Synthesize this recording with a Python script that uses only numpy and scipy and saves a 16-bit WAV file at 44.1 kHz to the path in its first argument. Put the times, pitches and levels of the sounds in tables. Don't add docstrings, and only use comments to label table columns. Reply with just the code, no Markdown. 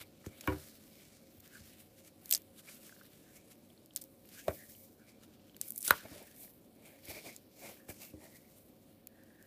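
import sys
import numpy as np
from scipy import signal
from scipy.fft import rfft, irfft, next_fast_len
from scipy.io import wavfile

SR = 44100
rng = np.random.default_rng(int(sys.argv[2]) if len(sys.argv) > 2 else 0)


def makeup_ratio(level_db):
    decades = np.asarray(level_db, float) / 20
    return 10 ** decades


def wav_record(signal):
    frames = np.transpose(np.atleast_2d(signal))
    bounded = np.clip(frames, -1, 1)
    quanta = np.round(bounded * 32767).astype(np.int16)
    wavfile.write(sys.argv[1], SR, quanta)


N = 417186

# [f/Hz, level/dB per Hz]
ROOM_SPECTRUM = [(50, -8), (100, -7), (230, -0.75), (300, -2), (400, -8), (546, -11), (750, -20.5),
                 (1140, -24.5), (2000, -33), (2400, -30.5), (4300, -28.5), (7000, -40.5), (14300, -28.5)]
# [f/Hz, level/dB rms]
APPLIANCE_TONES = [(97, -73.5), (221, -71), (318, -74.5), (538, -72), (587, -78), (738, -80.5)]
# [t/s, level/dB, swell/s, t60/s]
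RATTLES = [
    (0.479, -48.5, 0.034, 0.21),
    (4.484, -44, 0.008, 0.074),
    (5.912, -43.5, 0.0094, .15),
    (0.24, -62, 0.0065, 0.045),
]
# [t/s, cardboard peak level/dB, boom level/dB, edge level/dB, t60/s]
KNOCKS = [(0.002, -61, -52, -53, 0.15), (0.2622, -35.5, -37, -41.5, 0.05),
          (0.4761, -25.5, -28, -20.5, 0.26), (1.375, -95.5, -55, -76, 0.13), (1.6, -74, -52, -73, 0.27),
          (4.482, -28.5, -34.5, -28.5, 0.11), (5.908, -64, -38, -12, 0.075), (6.038, -58, -54, -61, 0.1),
          (6.109, -49.5, -49, -65, 0.17), (7.08, -49, -47, -60, 0.12), (7.887, -38, -43.5, -46, 0.027),
          (8.133, -42.5, -46, -63.5, 0.2)]
# [f/Hz, level/dB, share of t60]
TABLE_MODES = [(79.6, 7, 1), (108, 4.5, 0.76), (142, 1, 1.3)]
# [f/Hz, level/dB, share of t60]
CARD_MODES = [(308.2, 7.5, 0.45), (382, -5.5, 0.88), (505.7, -8, 0.84), (688, -25.5, 0.53)]
# [f/Hz, level/dB, share of t60]
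EDGE_MODES = [(976, -7.5, 0.62), (1110, 1, 0.1484), (1450, -3, 0.13), (1570, 3.5, 0.052),
              (1757, -5.5, 0.058), (2260, 1, 0.08), (2800, -15.5, 0.22)]
# [t/s, peak level/dB, f/Hz, t60/s]
PLOPS = [(0.44, -50, 1420, 0.025), (2.8942, -49, 1670, 0.025), (2.9244, -50, 1570, 0.022),
         (2.9641, -53, 1650, .012), (3.0122, -48.5, 1560, 0.015), (3.0193, -53, 1600, 0.023),
         (3.0504, -60, 1800, .015), (5.882, -35, 1450, 0.02), (5.9064, -20, 4100, .008),
         (5.879, -32, 4400, .01), (7.889, -51, 2330, 0.03), (9.0717, -52.5, 2330, 0.0058)]
# [t/s, peak
# level/dB, f/Hz]
NAIL_TICKS = [(0.41, -46, 2310), (0.4384, -46, 3080), (3.7025, -55, 3340), (3.777, -54, 4180),
              (3.908, -53, 3150), (4.2522, -56, 2910), (4.75, -52, 3040), (5.2214, -60, 3130),
              (5.3961, -61, 2900), (5.4964, -53, 3260), (5.5458, -52, 3140), (5.5648, -50, 2850),
              (6.097, -52, 2170), (6.278, -53, 2330), (6.4781, -57, 1878), (8.206, -54.5, 2330)]
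# [f/Hz, level/dB per Hz]
SKIN_SPECTRUM = [(1200, -16.5), (3000, -11), (4760, -11.5), (6000, -12.5), (8000, -11.5), (10500, -11.5),
                 (14000, -7), (15500, -7)]
# [t/s, tilt added to the hiss/dB per octave]
TIGHTNESS = [(0.0, -2.5), (0.4, -0.5), (2.59, -1), (3.96, 0), (4.05, 4.5), (4.33, -0.5), (4.79, 7.5),
             (5.09, -2), (5.58, -1), (5.66, 4.5), (5.75, 8.5), (5.86, 3), (5.93, -3.5), (6.33, 0), (6.4, 6),
             (6.5, 2.5), (6.86, 0), (9.46, 0.5)]
# [peak t/s, hiss level/dB, rise/s, fall/s]
TWISTS = [(0.024, -53.5, 0.071, 0.015), (0.49, -58.5, 0.35, 0.35), (0.62, -59.5, 0.2, 0.42),
          (1.017, -62.5, 0.24, 0.3), (1.55, -59, 0.051, 0.071), (1.68, -61.5, 0.41, 0.26),
          (2.356, -53.5, 0.13, 0.053), (2.702, -58, 0.088, 0.15), (2.9, -63.5, 0.34, 0.2),
          (3.134, -68.5, 0.8, 1), (3.972, -57, 0.014, 0.055), (4.02, -64, 0.011, 0.076),
          (4.387, -58, 0.18, 0.17), (4.556, -55, 0.13, 0.21), (4.72, -58, 0.29, 0.18),
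          (4.85, -61, .1, 0.058), (5.625, -55.5, 0.011, 0.09), (5.69, -54.5, 0.11, 0.06),
          (5.875, -40.5, 0.061, 0.076), (5.96, -53, 0.057, 0.11), (6.137, -57, 0.21, 0.29),
          (6.432, -54.5, 0.15, 0.079), (6.86, -60.5, 0.054, 0.11), (6.97, -70.5, 0.06, 0.18),
          (7.103, -50.5, 0.081, 0.22), (7.269, -52.5, 0.07, 0.13), (7.66, -51.5, 0.11, 0.13),
          (7.895, -50.5, 0.011, 0.058), (8.026, -54, 0.098, 0.11), (8.244, -61, 0.079, 0.12),
          (8.58, -69.5, 0.58, 0.12)]
# [peak t/s, hiss level/dB]
BRUSHES = [(0.27, -59.5), (1.458, -60.5), (1.81, -60), (1.988, -61.5), (2.078, -59), (2.24, -74),
           (2.595, -57.5), (3.368, -60.5), (2.865, -56.5), (3.518, -60), (5.099, -64.5), (5.238, -61.5),
           (5.34, -66), (5.482, -67.5), (5.777, -54.5), (7.7, -58), (8.369, -60.5), (8.69, -69)]
# [peak t/s, hollow level/dB, squeeze level/dB, length/s]
PRESSES = [(0.016, -54, -58, 0.03), (0.32, -66, -65.5, 0.2), (0.503, -80, -46, 0.11),
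           (1.02, -67.5, -73, 0.26), (2.34, -57, -52.5, 0.042), (2.686, -54, -66, 0.035),
           (3.37, -65, -68, 0.089), (4.488, -54, -41, 0.037), (5.085, -68, -85, 0.15),
           (5.887, -62, -45, 0.031), (6.058, -59, -45.5, 0.032), (6.073, -74, -55.5, 0.025),
           (6.128, -66, -48, 0.028), (6.162, -67, -52.5, 0.061), (6.217, -64, -51.5, 0.044),
           (6.437, -75.5, -60.5, 0.092), (6.872, -62.5, -60, 0.16), (6.955, -69, -65.5, 0.15),
           (7.078, -56, -67, 0.052), (7.111, -50.5, -48.5, 0.074), (7.169, -50.5, -50, 0.077),
           (7.266, -52.5, -46, 0.054), (7.296, -50, -60, 0.045), (7.648, -51.5, -47, 0.083),
           (7.696, -72, -47, 0.038), (7.905, -49.5, -46, 0.018), (8.022, -63, -58.5, 0.11),
           (8.236, -69.5, -54.5, 0.11), (8.37, -71, -67, .05)]
# [peak t/s, level/dB, length/s]
CUPPINGS = [(0.01, -73, .04), (0.392, -78, 0.24), (0.514, -60, 0.1), (1.468, -69, 0.035),
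            (1.556, -52, 0.038), (2.24, -100, 0.087), (2.71, -65, 0.045), (2.888, -72, .05),
            (2.995, -74, 0.12), (3.29, -69, 0.1), (4.386, -59, 0.07), (4.616, -56, 0.071),
            (5.018, -65, 0.057), (5.687, -74, .06), (5.901, -42, 0.013), (6.005, -57.5, 0.077),
            (6.295, -69.5, 0.22), (6.952, -73, .2), (7.098, -74, 0.14), (7.661, -71, 0.071),
            (7.804, -67, 0.11), (7.906, -55.5, 0.018), (8.036, -61.5, 0.094), (8.247, -64, .1),
            (8.359, -63, 0.058), (8.453, -67.5, .05), (9.2, -69.5, 0.2), (9.4, -68, 0.31)]
# [t/s, f/Hz]
GRIP_RESONANCE = [(3.0, 1580), (3.249, 1686), (4.34, 1520), (4.419, 1693), (4.62, 1849), (4.999, 1532),
                  (5.899, 1450), (6.3, 1792), (7.93, 1694), (7.971, 2740), (8.13, 2688), (8.17, 1846),
                  (8.45, 2118), (9.001, 1730)]
# [t/s, peak level/dB, loudest f/Hz, t60/s]
SNAPS = [(0.2633, -41, 7050, 0.031), (0.4095, -31, 14700, 0.023), (0.473, -31.5, 12800, 0.025),
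         (2.3106, -14.5, 12700, 0.015), (2.325, -7.5, 13900, 0.0076), (2.3293, -19, 8100, 0.017),
         (2.3369, -12, 7440, 0.0034), (2.3404, -14.5, 7800, 0.0023), (2.3487, -12.5, 5500, 0.011),
         (2.354, -22, 7250, 0.029), (2.3663, -27, 6440, 0.0043), (3.9615, -17.5, 8870, 0.0089),
         (3.9752, -29.5, 13200, 0.0022), (4.0164, -36.5, 8960, 0.027), (4.4807, -31.5, 3540, 0.048),
         (5.6132, -17, 9300, 0.0098), (5.685, -30, 10500, 0.0059), (5.7052, -23.5, 12000, .0093),
         (5.7603, -28, 10100, 0.0089), (5.778, -26.5, 12520, 0.032), (5.7887, -27.5, 10530, 0.0042),
         (5.806, -35.5, 10260, 0.031), (5.8282, -25, 10390, 0.0072), (5.8518, -22.5, 13600, .013),
         (5.8564, -21.5, 10490, 0.0092), (5.8781, -14, 9670, 0.026), (5.908, -7.5, 13550, 0.0077),
         (7.3636, -32, 7000, 0.0084), (9.071, -31, 12000, 0.0094)]
# [t/s, peak level/dB]
TICKS = [(0.5852, -44), (1.3037, -55), (1.3705, -50), (1.4011, -42), (1.4045, -41.5), (1.4769, -44),
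         (2.3225, -25), (2.2583, -31), (2.2814, -48), (2.2930, -32), (2.3048, -28), (2.4189, -44),
         (2.7466, -45), (2.7549, -44), (3.86, -43), (3.9366, -46), (4.0394, -34), (4.2558, -47),
         (4.2895, -44), (5.5659, -37), (2.3768, -32), (5.7211, -29), (5.8184, -30.5), (5.8451, -33.5),
         (6.2262, -42), (6.2733, -41.5), (7.0542, -38.5), (9.236, -50.5),
         (3.9513, -44), (3.9687, -25), (4.0140, -39.5), (4.023, -37), (5.6806, -35), (5.7351, -44),
               (5.7813, -29), (5.812, -36.5), (5.834, -38), (5.8483, -26.5), (5.8656, -24.5),
               (5.881, -23.5), (9.426, -45)]
# [t/s, peak level/dB, f/Hz, t60/s]
FIRST_CRACK = (5.9068, -16, 9000, .005)
# [t/s, peak level/dB, start f/Hz, end f/Hz, rise/s, t60/s]
POPS = [
    (4.4809, -18, 600, 620, .0029, .018),
    (5.90785, -3, 1500, 1400, .0006, .015),
    (5.9078, -19, 560, 560, .0012, .022),
]

ROOM_DB = -63.5
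ROOM_T60_S, ROOM_WET_DB, WALL_CUT_HZ = 0.22, -19.5, 1100
RATTLE_LOW_HZ, RATTLE_HIGH_HZ = 748, 1900
BODY_LAG_S = 0.004
NAIL_T60_S, NAIL_DB = 0.005, 0.5
BRUSH_RISE_S, BRUSH_FALL_S = 0.045, 0.027
STROKE_DEPTH_DB = 18.5
REST_DB, HOLLOW_REST_DB, SQUEEZE_REST_DB, CAVITY_REST_DB = -75, -89, -73.5, -95.5
HOLLOW_BELOW_DB = 16.5
FLICKER_DB, FLICKER_PER_S = 1.1, 12
COLOUR_DB, COLOUR_PER_S = 2.0, 3
TICK_HZ, TICK_T60_S, TICK_SPREAD = 12700, 0.007, 0.1
HEAD_S, HEAD_GAIN = 0.0003, 0.9
BROAD_SHARE = 0.6
MID_SHARE, MID_LOSS_DB = 0.13, 2.2
MIC_LOW_HZ, MIC_TOP_HZ = 55, 15400


def rms_one(x):
    return x / np.sqrt(np.mean(x ** 2) + 1e-20)


def add(out, s, burst):
    at = max(round(s * SR), 0)
    out[at:at + len(burst)] += burst[:N - at]


def drift(rate):
    r = np.exp(-80 * np.pi * rate / SR)
    white = rng.standard_normal(N // 40 + 2002)
    slow = signal.lfilter([1], [1, -2 * r, r * r], white)[2000:]
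    return np.interp(np.arange(N) / 40, np.arange(len(slow)), rms_one(slow))


def ring(clicks, hz, t60):
    r, w = makeup_ratio(-60 / (t60 * SR)), 2 * np.pi * hz / SR
    return signal.lfilter([0, np.sin(w)], [1, -2 * r * np.cos(w), r * r], clicks + 1e-18)


def band(x, low_hz, high_hz):
    edges = [low_hz, min(high_hz, 0.48 * SR)]
    return signal.sosfilt(signal.butter(2, edges, "band", fs=SR, output="sos"), x)


def coloured(x, spectrum):
    hz, level_db = np.transpose(spectrum)
    grid = np.maximum(np.fft.rfftfreq(N, 1 / SR), 1)
    gain = makeup_ratio(np.interp(np.log(grid), np.log(hz), level_db))
    return rms_one(irfft(rfft(x) * gain, N))


def grit(per_s, spread_db):
    sizes = makeup_ratio(spread_db * np.minimum(rng.exponential(1, N), 5)) * rng.choice([-1, 1], N)
    catches = sizes * (rng.random(N) < per_s / SR)
    return rms_one(rng.standard_normal(N) + 3.2 * catches)


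def strokes(rows, rest_db):
    t, power = np.arange(0, N + 40, 40) / SR, makeup_ratio(2 * rest_db)
    for s, db, rise, fall in rows:
        away = np.where(t < s, (s - t) / max(rise, 0.005), (t - s) / max(fall, 0.005))
        power = power + makeup_ratio(2 * (db - STROKE_DEPTH_DB * np.minimum(away, 10)))
    return np.interp(np.arange(N) / SR, t, np.sqrt(power))


def hum():
    level = makeup_ratio(ROOM_DB + 0.6 * drift(7.7))
    out = level * coloured(rng.standard_normal(N), ROOM_SPECTRUM)
    for hz, db in APPLIANCE_TONES:
        out += makeup_ratio(db - 2.5) * rms_one(ring(rng.standard_normal(N), hz, 0.6))
    return out


def walls(x):
    size = next_fast_len(N + SR)
    w = 2 * np.pi * np.fft.rfftfreq(size)
    dull = 1 / (1 + 1j * w * SR / (2 * np.pi * WALL_CUT_HZ))
    answer = 0
    lags = (rng.uniform(0.0032, 0.038, 10) * SR).astype(int)
    for k, lag in enumerate(lags):
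        loop = makeup_ratio(-60 * lag / SR / ROOM_T60_S) * dull * np.exp(-1j * w * lag)
        answer = answer + (-1) ** k * loop / (1 - loop)
    return irfft(rfft(x, size) * answer, size)[:N]


def rattles():
    out, t = np.zeros(N), np.arange(12000) / SR
    noises = rng.standard_normal((len(RATTLES), 2, 12000))
    for (s, db, swell, t60), (noise, wander) in zip(RATTLES, noises):
        grains = noise * makeup_ratio(3 * signal.lfilter([0.01], [1, -0.99], wander) / 0.07)
        body = band(grains, RATTLE_LOW_HZ, RATTLE_HIGH_HZ)
        body = rms_one(band(body, 0.69 * RATTLE_LOW_HZ, 1.3 * RATTLE_HIGH_HZ))
        decay = makeup_ratio(db - 60 * np.maximum(t - swell, 0) / t60)
        add(out, s, decay * np.minimum(0.4 + t / swell, 1) * body)
    return out


def knocks():
    out, t = np.zeros(N), np.arange(16000) / SR
    noises = rng.standard_normal((len(KNOCKS), 16000))
    for (s, card_db, boom_db, edge_db, t60), noise in zip(KNOCKS, noises):
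        bodies = [(TABLE_MODES, boom_db, 0.008, BODY_LAG_S),
                  (CARD_MODES, card_db, 0.08, BODY_LAG_S),
                  (EDGE_MODES, edge_db, 0.07, 0)]
        for modes, level_db, rattle, lag in bodies:
            contact = noise * np.exp(-t / (rattle * t60))
            contact[0] += 25
            part = sum(makeup_ratio(db) * ring(contact, hz, max(share * t60, 0.004)) for hz, db, share in modes)
            part = band(part, 0.7 * modes[0][0], 1.3 * modes[-1][0])
            add(out, s + lag, makeup_ratio(level_db) * part / np.abs(part).max())
    return out


def plops():
    out = np.zeros(N)
    rows = PLOPS + [(s, db + NAIL_DB, hz, NAIL_T60_S) for s, db, hz in NAIL_TICKS]
    noises = rng.standard_normal((len(rows), 3000))
    for (s, db, hz, t60), noise in zip(rows, noises):
        push = noise * np.exp(-np.arange(3000) / (0.0007 * SR))
        plop = ring(push, hz, max(t60, 0.003))
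        add(out, s, makeup_ratio(db) * plop / np.abs(plop).max())
    return out


def friction_hiss():
    skin = coloured(grit(570, spread_db=3.0), SKIN_SPECTRUM)
    tilt_db = np.interp(np.arange(N) / SR, *np.transpose(TIGHTNESS))
    edges = 1000 * 2 ** np.arange(0, 4.5, 0.5)
    out = np.zeros(N)
    for k, (low, high) in enumerate(zip(edges, edges[1:])):
        level_db = tilt_db * np.log2(low / 8000)
        level_db = level_db + FLICKER_DB * drift(FLICKER_PER_S) + COLOUR_DB * drift(COLOUR_PER_S)
        out += (-1) ** k * makeup_ratio(level_db) * band(skin, low, high)
    return out


def hollow_ring(hz, t60):
    return rms_one(ring(ring(grit(650, spread_db=4.0), hz, t60), hz, t60))


def grip_cavity(width_hz):
    hz = np.interp(np.arange(N) / SR, *np.transpose(GRIP_RESONANCE))
    turn = 2 * np.pi * np.cumsum(hz) / SR
    lowpass = signal.butter(2, width_hz, fs=SR, output="sos")
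    slow = signal.sosfilt(lowpass, grit(340, spread_db=4.0))
    return rms_one(slow * np.cos(turn) + slow[::-1] * np.sin(turn))


def squeeze_creak():
    modes = [(370, -3), (600, 1.5), (750, -7)]  # f/Hz, level/dB
    return rms_one(sum(makeup_ratio(db) * ring(grit(150, spread_db=3.0), hz, 0.014) for hz, db in modes))


def sliding():
    brushes = [(s, db, BRUSH_RISE_S, BRUSH_FALL_S) for s, db in BRUSHES]
    hiss = strokes(TWISTS + brushes, REST_DB)
    pressed = strokes([(s, db, 0.66 * span, span) for s, db, _, span in PRESSES], HOLLOW_REST_DB)
    hollow = np.hypot(makeup_ratio(-HOLLOW_BELOW_DB) * hiss, pressed)
    squeeze = strokes([(s, db, 0.653 * span, span) for s, _, db, span in PRESSES], SQUEEZE_REST_DB)
    cavity = strokes([(s, db, 0.96 * span, span) for s, db, span in CUPPINGS], CAVITY_REST_DB)
    stutter = makeup_ratio(1.2 * drift(30))
    out = makeup_ratio(2.5) * hiss * friction_hiss()
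    out += makeup_ratio(-2.1) * hollow * hollow_ring(2300, t60=0.0055)
    out += makeup_ratio(-2.1) * cavity * grip_cavity(width_hz=140)
    out += makeup_ratio(-3.0) * squeeze * squeeze_creak()
    return stutter * out


def snaps():
    out, t = np.zeros(N), np.arange(1600) / SR
    small = TICKS
    chances = rng.uniform(-0.98, 1, (len(small), 2))
    ticks = [(s, db, TICK_HZ * np.exp(TICK_SPREAD * a), TICK_T60_S * np.exp(0.29 * b))
             for (s, db), (a, b) in zip(small, chances)]
    rows = SNAPS + ticks + [FIRST_CRACK]
    bounce = round(0.0011 * SR)
    for (s, db, hz, t60), noise in zip(rows, rng.standard_normal((len(rows), 1600))):
        crackle = noise * makeup_ratio(-60 * t / max(t60, 0.002)) * np.minimum(t / 0.0001, 1)
        crackle *= 1 + HEAD_GAIN * np.exp(-t / HEAD_S)
        crackle[bounce:] += 0.05 * crackle[:-bounce]
        tight = np.clip(np.interp(s, *np.transpose(TIGHTNESS)), 0, 6)
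        low_hz = 3300 * 2 ** (tight / 6)
        snap = BROAD_SHARE * band(band(crackle, low_hz, 17000), low_hz, 17000)
        snap += 0.87 * band(crackle, 0.85 * hz, 1.15 * hz)
        snap += 0.04 * band(crackle, 300, 3500)
        snap += MID_SHARE * makeup_ratio(-MID_LOSS_DB * tight) * band(crackle, 1400, 4500)
        add(out, s, makeup_ratio(db) * snap / np.abs(snap).max())
    return out


def pop():
    out, t = np.zeros(N), np.arange(2000) / SR
    for s, db, start_hz, end_hz, rise, t60 in POPS:
        hz = end_hz + (start_hz - end_hz) * np.exp(-t / 0.006)
        after = np.maximum(t - rise, 0)
        decay = 0.5 * makeup_ratio(-60 * after / t60) + 0.5 * np.exp(-after / (0.4 * rise))
        shape = np.minimum(t / rise, 1) ** 0.7 * decay
        add(out, s, -makeup_ratio(db) * shape * np.sin(2 * np.pi * np.cumsum(hz) / SR))
    return out


def scene():
    hits = rattles() + knocks() + plops() + snaps() + pop()
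    return (hum() + makeup_ratio(ROOM_WET_DB) * walls(hits) + sliding() + hits)[None]


def top_cut(x):
    return signal.sosfilt(signal.butter(12, 16460, fs=SR, output="sos"), x)


def record(dry):
    thin = signal.sosfilt(signal.butter(2, MIC_LOW_HZ, "high", fs=SR, output="sos"), dry)
    rounded = 1.5 * np.tanh(thin / 1.5)
    mix = signal.sosfilt(signal.cheby2(14, 30, MIC_TOP_HZ, fs=SR, output="sos"), rounded)
    return top_cut(mix)


dry = scene()
out = record(dry)
wav_record(out)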